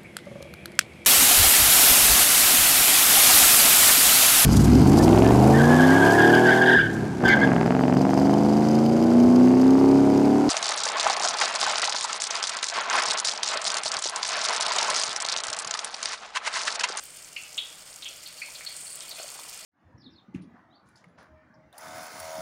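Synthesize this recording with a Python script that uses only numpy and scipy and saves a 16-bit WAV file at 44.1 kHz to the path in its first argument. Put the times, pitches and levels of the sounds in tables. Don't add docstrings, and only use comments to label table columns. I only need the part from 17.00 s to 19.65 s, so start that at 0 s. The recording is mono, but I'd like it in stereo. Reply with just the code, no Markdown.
import sys
import numpy as np
from scipy import signal
from scipy.fft import rfft, irfft, next_fast_len
from scipy.io import wavfile

SR = 44100
rng = np.random.default_rng(int(sys.argv[2]) if len(sys.argv) > 2 else 0)


def master(y):
    cut = np.clip(np.atleast_2d(y).T, -1, 1)
    pcm = np.round(cut * 32767)
    wavfile.write(sys.argv[1], SR, pcm.astype(np.int16))


def boost_factor(decibels):
    exponent = np.asarray(decibels, float) / 20
    return 10 ** exponent


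N = 116865

LEFT_RIGHT = np.array([[1], [-1]])
WOK_T60, WALL_T60 = 0.071, 0.42
DROPLET_ECHO = -9.5, -25, 0.016, 0.15


def evened(x):
    return x / np.sqrt(np.mean(x ** 2) + 1e-20)


def read(points, hz):
    f, value = np.transpose(points)
    return np.interp(np.log(hz + 1), np.log(f + 1), value)


def humps(table, hz):
    return boost_factor(sum(db * np.exp(-((hz - f) / width) ** 2) for f, width, db in table))


def coloured(x, gain):
    size = next_fast_len(N)
    hz = np.fft.rfftfreq(size, 1 / SR)
    return irfft(rfft(x, size) * gain(hz), size)[..., :N]


def add(mix, start_s, sound):
    part = mix[:, round(start_s * SR):][:, :sound.shape[1]]
    part += sound[:, :part.shape[1]]


def bubble(hz, cycles, glide):
    u = np.arange(0, 2 * cycles + 1, hz / SR) / cycles
    phase = 2 * np.pi * cycles * (u + glide * (u ** 2 - u))
    shape = u ** 2 * np.exp(-5 * u) * np.sin(phase)
    return shape / abs(shape).max()


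def echoes(wok_db, wall_db, wok_t60, wall_t60):
    slot, slots = 20, round(0.45 * SR) // 20
    taps = np.zeros((2, slots * slot))
    places = np.arange(slots) * slot + rng.integers(0, slot, (2, slots))
    np.put_along_axis(taps, places, rng.standard_normal((2, slots)), 1)
    t = np.arange(slots * slot) / SR
    held = np.maximum(t - 0.098 * wok_t60, 0)
    taps *= boost_factor(wok_db - 60 * held / wok_t60) + boost_factor(wall_db - 60 * t / wall_t60)
    taps[:, :30] = 0
    taps[:, 0] = 1
    return taps


def bursts(rows, glide, trim_db, wok_db, wall_db, wok_t60, wall_t60):
    out = np.zeros((2, N))
    for start_s, level_db, pitch_hz, pan_db, cycles in rows:
        dry_bubble = bubble(pitch_hz, max(cycles, 0.5), glide)
        paths = echoes(wok_db, wall_db, wok_t60, wall_t60)
        sound = signal.fftconvolve(dry_bubble[None], paths, axes=1)
        gain = boost_factor(level_db + trim_db + LEFT_RIGHT * pan_db / 2)
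        add(out, start_s, gain * sound / abs(sound).max())
    return out


def swarm(pitches, per_s, spread_db, cycles, wet_db, t60):
    spreads = np.minimum(rng.exponential(1, N), 2.6)
    size = boost_factor(spread_db * spreads) * (rng.random(N) < per_s / SR)
    kind = rng.integers(0, len(pitches), N)
    out = np.zeros((2, N))
    for k, hz in enumerate(pitches):
        grain = bubble(hz, cycles * rng.uniform(0.4, 2.0), rng.uniform(0, 0.13))
        train = signal.oaconvolve(size * (kind == k), grain / np.linalg.norm(grain))[:N]
        later = np.roll(train, rng.integers(-8, 9))
        out += [train, later] * boost_factor(rng.normal(0, 1.24) * LEFT_RIGHT)
    tail = echoes(wet_db, wet_db - 23.5, t60, WALL_T60)
    return evened(signal.fftconvolve(out, tail, axes=1)[:, :N])


# pitch_hz [Hz], density_db [dB per Hz]
HUM_SPECTRUM = [(12, -19), (20, -9), (160, -9), (359, -9), (561, -3), (1010, -5.5), (1390, 1), (1740, -3),
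                (2500, 3.5), (3250, -32), (5500, -120)]
# pitch_hz [Hz], width_hz [Hz], level_db [dB]
ROOM_MODES = [(34.6, 8.3, 7.5), (98.6, 6.3, 9.5), (161, 29, 7), (230, 20, -2), (283, 22, 5),
              (342.3, 3.8, 7.5), (610, 25, 3.5)]
# pitch_hz [Hz], likeness [0 to 1]
COHERENCE = [(60, 0.79), (180, 0.89), (550, 0.84), (1650, 0.026), (4970, 0.01), (15000, 0.02)]


def hum():
    a, b = rng.standard_normal((2, N))
    same = lambda hz: np.clip(read(COHERENCE, hz), 0, 1)
    right = coloured(a, same) + coloured(b, lambda hz: np.sqrt(1 - same(hz) ** 2))
    shape = lambda hz: boost_factor(read(HUM_SPECTRUM, hz)) * humps(ROOM_MODES, hz) / (1 + (hz / 2200) ** 6)
    return boost_factor(-56 + 1.0) * evened(coloured(np.array([a, right]), shape))


def clumps():
    drift = coloured(rng.standard_normal(N), lambda hz: hz / (hz + 3) / (1 + (hz / 44) ** 2))
    return boost_factor(1.5 * evened(drift))


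# pitch_hz [Hz], density_db [dB per Hz]
FIZZ_SPECTRUM = [(880, -11), (1500, -8.5), (2810, -0.5), (3890, -4), (4510, 1.5), (8620, -3), (10900, -9.5),
                 (14800, -12.5), (15700, -34)]


def fine_fizz():
    fine = swarm(np.geomspace(1500, 16500, 40), per_s=9000, spread_db=2, cycles=2.94, wet_db=-16.0, t60=0.03)
    wok_db, _, wok_t60, _ = DROPLET_ECHO
    ticks = swarm(np.geomspace(4500, 14000, 16), 450, 3.5, 1.1, wok_db, wok_t60)
    shape = lambda hz: boost_factor(read(FIZZ_SPECTRUM, np.minimum(hz, 14800))) * np.sqrt(hz / 8000)
    return evened(coloured(fine + boost_factor(-4.5) * ticks, shape)) * clumps()


# start_s [s], fizz_db [dB], large_db [dB], gurgle_db [dB], small_db [dB]
BOIL_COURSE = [(0, -45.5, -6, -32, -3.5), (.28, -45.5, -15, -15, -6), (.35, -47, -6, -20, -11),
               (.5, -44, -6, -1.5, -19), (.9, -45.5, -7, -1, -6.5), (1.2, -45, 2, -21, -12),
               (1.45, -43, -10, -6, -9.5), (1.68, -43.5, 2, -0.5, -8), (1.78, -42.5, -8, -6, 0.5),
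               (1.98, -45.5, 7.5, 2.5, 4.5), (2.06, -41.5, -8, -1.5, -10), (2.25, -41, -23, 1, -8.5),
               (2.65, -42.5, 3.5, 0.5, -10)]


def boil():
    start_s, level_db, large_db, gurgle_db, small_db = np.transpose(BOIL_COURSE)
    along = lambda db: boost_factor(np.interp(np.arange(N) / SR, start_s, db))
    large = swarm(4480 * np.linspace(0.93, 1.1, 8), 330, 2.0, 5.4, wet_db=-5, t60=0.1)
    gurgle = swarm(626 * np.geomspace(0.9, 2.2, 10), 500, 2.2, 4.1, wet_db=-25.5, t60=0.18)
    small = swarm(8550 * np.linspace(0.96, 1.04, 6), 1300, 2.8, 9.4, wet_db=-26, t60=0.025)
    spells = along(large_db - 11) * large
    spells += along(gurgle_db - 15) * gurgle
    spells += along(small_db - 2.5) * small
    return along(level_db) * (boost_factor(-0.78) * fine_fizz() + spells)


# start_s [s], level_db [peak dB]
SNAP_EVENTS = [(0.0378, -28), (0.0543, -32), (0.2214, -41), (0.415, -39), (0.5771, -42), (0.856, -44),
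               (0.9612, -47), (0.962, -38), (1.0949, -36), (1.1398, -47), (1.1513, -40), (1.1683, -37),
               (1.2411, -39), (1.275, -31), (1.4626, -43), (1.4875, -37), (1.5384, -39), (1.5743, -37),
               (1.6501, -31), (1.6975, -36), (1.7923, -43), (1.8098, -35), (1.8597, -41), (1.9205, -40),
               (1.9565, -27), (2.0373, -35), (2.0722, -39), (2.0936, -27.5), (2.2268, -40), (2.3012, -32),
               (2.3945, -34), (2.4972, -28), (2.5451, -33), (2.597, -34)]


def snaps():
    rows = [(start_s, level_db, 12500, 0, 1.7) for start_s, level_db in SNAP_EVENTS]
    return bursts(rows, 0, 3.1, *DROPLET_ECHO)


# start_s [s], level_db [peak dB], pitch_hz [Hz]
SPIT_EVENTS = [(0.0543, -36, 7560), (0.1705, -30.5, 8600), (0.2463, -31, 6600), (0.3531, -45, 8690),
               (0.3636, -31, 4620), (0.4045, -38, 6900), (0.4234, -32, 7200), (0.4359, -30.5, 7560),
               (0.4923, -48, 7200), (0.5452, -30, 5250), (0.5711, -28, 8080), (0.5776, -26, 7010),
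               (0.6345, -38, 8680), (0.6749, -43, 7130), (0.7013, -35, 6800), (0.7547, -37, 8700),
               (0.9293, -33, 5040), (0.9602, -46, 8600), (0.9602, -30, 7200), (1.0221, -32, 5050),
               (1.0455, -31, 6480), (1.0879, -28, 5950), (1.1393, -38, 8160), (1.2186, -40, 5170),
               (1.26, -42, 4570), (1.2665, -42, 4600), (1.3823, -38, 4570), (1.4067, -42, 4550),
               (1.4187, -36, 4880), (1.5499, -43, 4710), (1.6501, -29.5, 8550), (1.7654, -27, 8600),
               (1.7948, -37, 8500), (1.8088, -30, 7800), (1.8482, -31, 8370), (1.9036, -28, 8500),
               (1.9305, -30.5, 8440), (1.9565, -27.5, 8500), (2.0063, -26, 5500), (2.1116, -30, 4610),
               (2.2313, -26, 7000), (2.2802, -29, 8150), (2.3032, -28.5, 6900), (2.3411, -33, 8660),
               (2.3775, -32.5, 6900), (2.4359, -34, 8800), (2.4942, -33, 5100), (2.5451, -30.5, 8000),
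               (2.576, -30.5, 8460)]


def spits():
    rows = [(*row, 0, 2.8) for row in SPIT_EVENTS]
    return bursts(rows, 0, 1.8, *DROPLET_ECHO)


# pitch_hz [Hz], level_db [dB], t60_s [s]
STEEL_MODES = [(2210, 6.5, 0.18), (2610, 6, .2), (2740, 3, .25), (2940, 5, .4), (3100, 3, .2),
               (3354, 7, 0.24), (3440, 7, 0.46), (3570, -12, .25), (3730, -1, 0.13), (4360, 12.5, 0.18)]
# pitch_hz [Hz], width_hz [Hz], level_db [dB]
POP_DIPS = [(3100, 68, -5), (1880, 250, -3.5)]


def steel(x):
    t = np.arange(SR // 2) / SR
    modes = np.zeros(len(t))
    for hz, db, t60 in STEEL_MODES:
        unit_gain = 2 * np.log(1000) / (t60 * SR)
        modes += boost_factor(db - 60 * t / t60) * np.sin(2 * np.pi * hz * t) * unit_gain
    ringing = signal.fftconvolve(x, modes[None], axes=1)[:, :N]
    return coloured(x + ringing, lambda hz: humps(POP_DIPS, hz))


# start_s [s], level_db [peak dB], pitch_hz [Hz], left_right_db [dB], cycles [count]
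POP_EVENTS = [(.3631, -20.5, 2650, 4, 5.6), (.5776, -13.5, 3410, 5, 5.9), (1.0231, -24, 3600, 1.5, 3.6),
              (1.056, -22, 3100, 0.5, 5), (1.261, -28, 3840, 1, 3.8), (1.4165, -22, 2350, 0.5, 6.7),
              (1.55, -31, 3700, 2, 4.6), (1.6641, -24.5, 3680, 5, 4.9), (1.6102, -36.5, 2150, -9, 3.6),
              (1.6861, -36.5, 2140, -11, 6.1), (2.0068, -30.5, 3550, 2, 3.7), (2.1126, -27, 3800, 5.5, 4.9),
              (2.1869, -32, 2720, 2, 2), (1.9719, -38, 3180, 0, 3)]


def pops():
    return steel(bursts(POP_EVENTS, 0.12, -1.97, -5.5, -8.0, WOK_T60, WALL_T60))


# start_s [s], level_db [peak dB], pitch_hz [Hz]
PING_EVENTS = [(0.3685, -37.5, 4370), (0.5823, -34, 4330), (1.0914, -38, 4360), (1.259, -30, 4510),
               (1.3806, -36, 4480), (1.4196, -31, 4400), (1.5508, -37, 4520), (1.6632, -24.5, 4360),
               (1.7142, -35, 4550), (1.8665, -32, 4440), (1.9114, -38.5, 4620), (2.08, -37.5, 4550),
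               (2.1081, -30.5, 4450), (2.156, -36, 4360), (2.1906, -34.5, 4370), (2.2159, -33.5, 4520),
               (2.2805, -37.5, 4400), (2.3291, -47, 4550), (2.432, -44, 4560)]


def pings():
    rows = [(start_s, level_db, pitch_hz, 0, 14.0) for start_s, level_db, pitch_hz in PING_EVENTS]
    return bursts(rows, 0, 2.62, -8.5, -16.0, 0.066, 0.52)


# start_s [s], level_db [peak dB], pitch_hz [Hz], cycles [count]
GURGLE_EVENTS = [(1.107, -49.5, 610, 5.9), (1.484, -44.5, 910, 5.4), (1.6091, -30, 2080, 3),
                 (2.126, -47, 574, 2.7), (2.18, -45.5, 650, 9.6), (2.1985, -33.5, 633, 3.2),
                 (2.225, -48, 610, 18.3), (2.244, -43, 620, 4.1), (2.356, -44.5, 680, 2.2),
                 (2.3915, -33, 1000, 2.2), (0.5691, -45, 1200, 5.2), (1.6487, -39, 1590, 3.4),
                 (2.1276, -46, 1410, 3), (2.1843, -43, 1430, 4), (2.1972, -40, 1360, 5.6),
                 (2.2155, -43, 1160, 3.7), (2.358, -40, 1450, 2.7), (2.4492, -39, 1150, 2.8)]


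def gurgles():
    rows = [(start_s, db, hz, 3, cycles) for start_s, db, hz, cycles in GURGLE_EVENTS]
    return bursts(rows, 0.13, 0, -25.0, -27, 0.095, 0.67)


def scene():
    wok = boil() + pops() + pings() + gurgles()
    wok = np.array([np.roll(wok[0], 3), wok[1]])
    side = coloured(wok[0] - wok[1], lambda hz: 0.15 / (1 + (hz / 1100) ** 4))
    return hum() + wok - LEFT_RIGHT * side + snaps() + spits()


def band_limit(x):
    return signal.sosfilt(signal.butter(12, 16540, fs=SR, output="sos"), x)


# pitch_hz [Hz], width_hz [Hz], left_db [dB], right_db [dB]
PORT_MODES = [(2260, 115, 3, 2.5), (3100, 660, 4.5, -2), (4500, 110, -4.5, 1), (7150, 760, -2, 6),
              (8400, 1200, 5.5, -2.5), (14800, 490, -4, 6.5)]
# pitch_hz [Hz], left_right_db [dB]
PORT_BALANCE = [(60, -1.5), (380, 3.5), (2380, -3), (15000, 0.9)]


def record(dry):
    left = [(hz, width, left_db) for hz, width, left_db, _ in PORT_MODES]
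    right = [(hz, width, right_db) for hz, width, _, right_db in PORT_MODES]
    ring = lambda hz: np.array([humps(left, hz), humps(right, hz)])
    balance = lambda hz: boost_factor(LEFT_RIGHT * read(PORT_BALANCE, hz) / 2)
    mix = coloured(dry, lambda hz: balance(hz) * ring(hz) * (hz < 15830))
    return band_limit(mix)


dry = scene()
out = record(dry)
master(out)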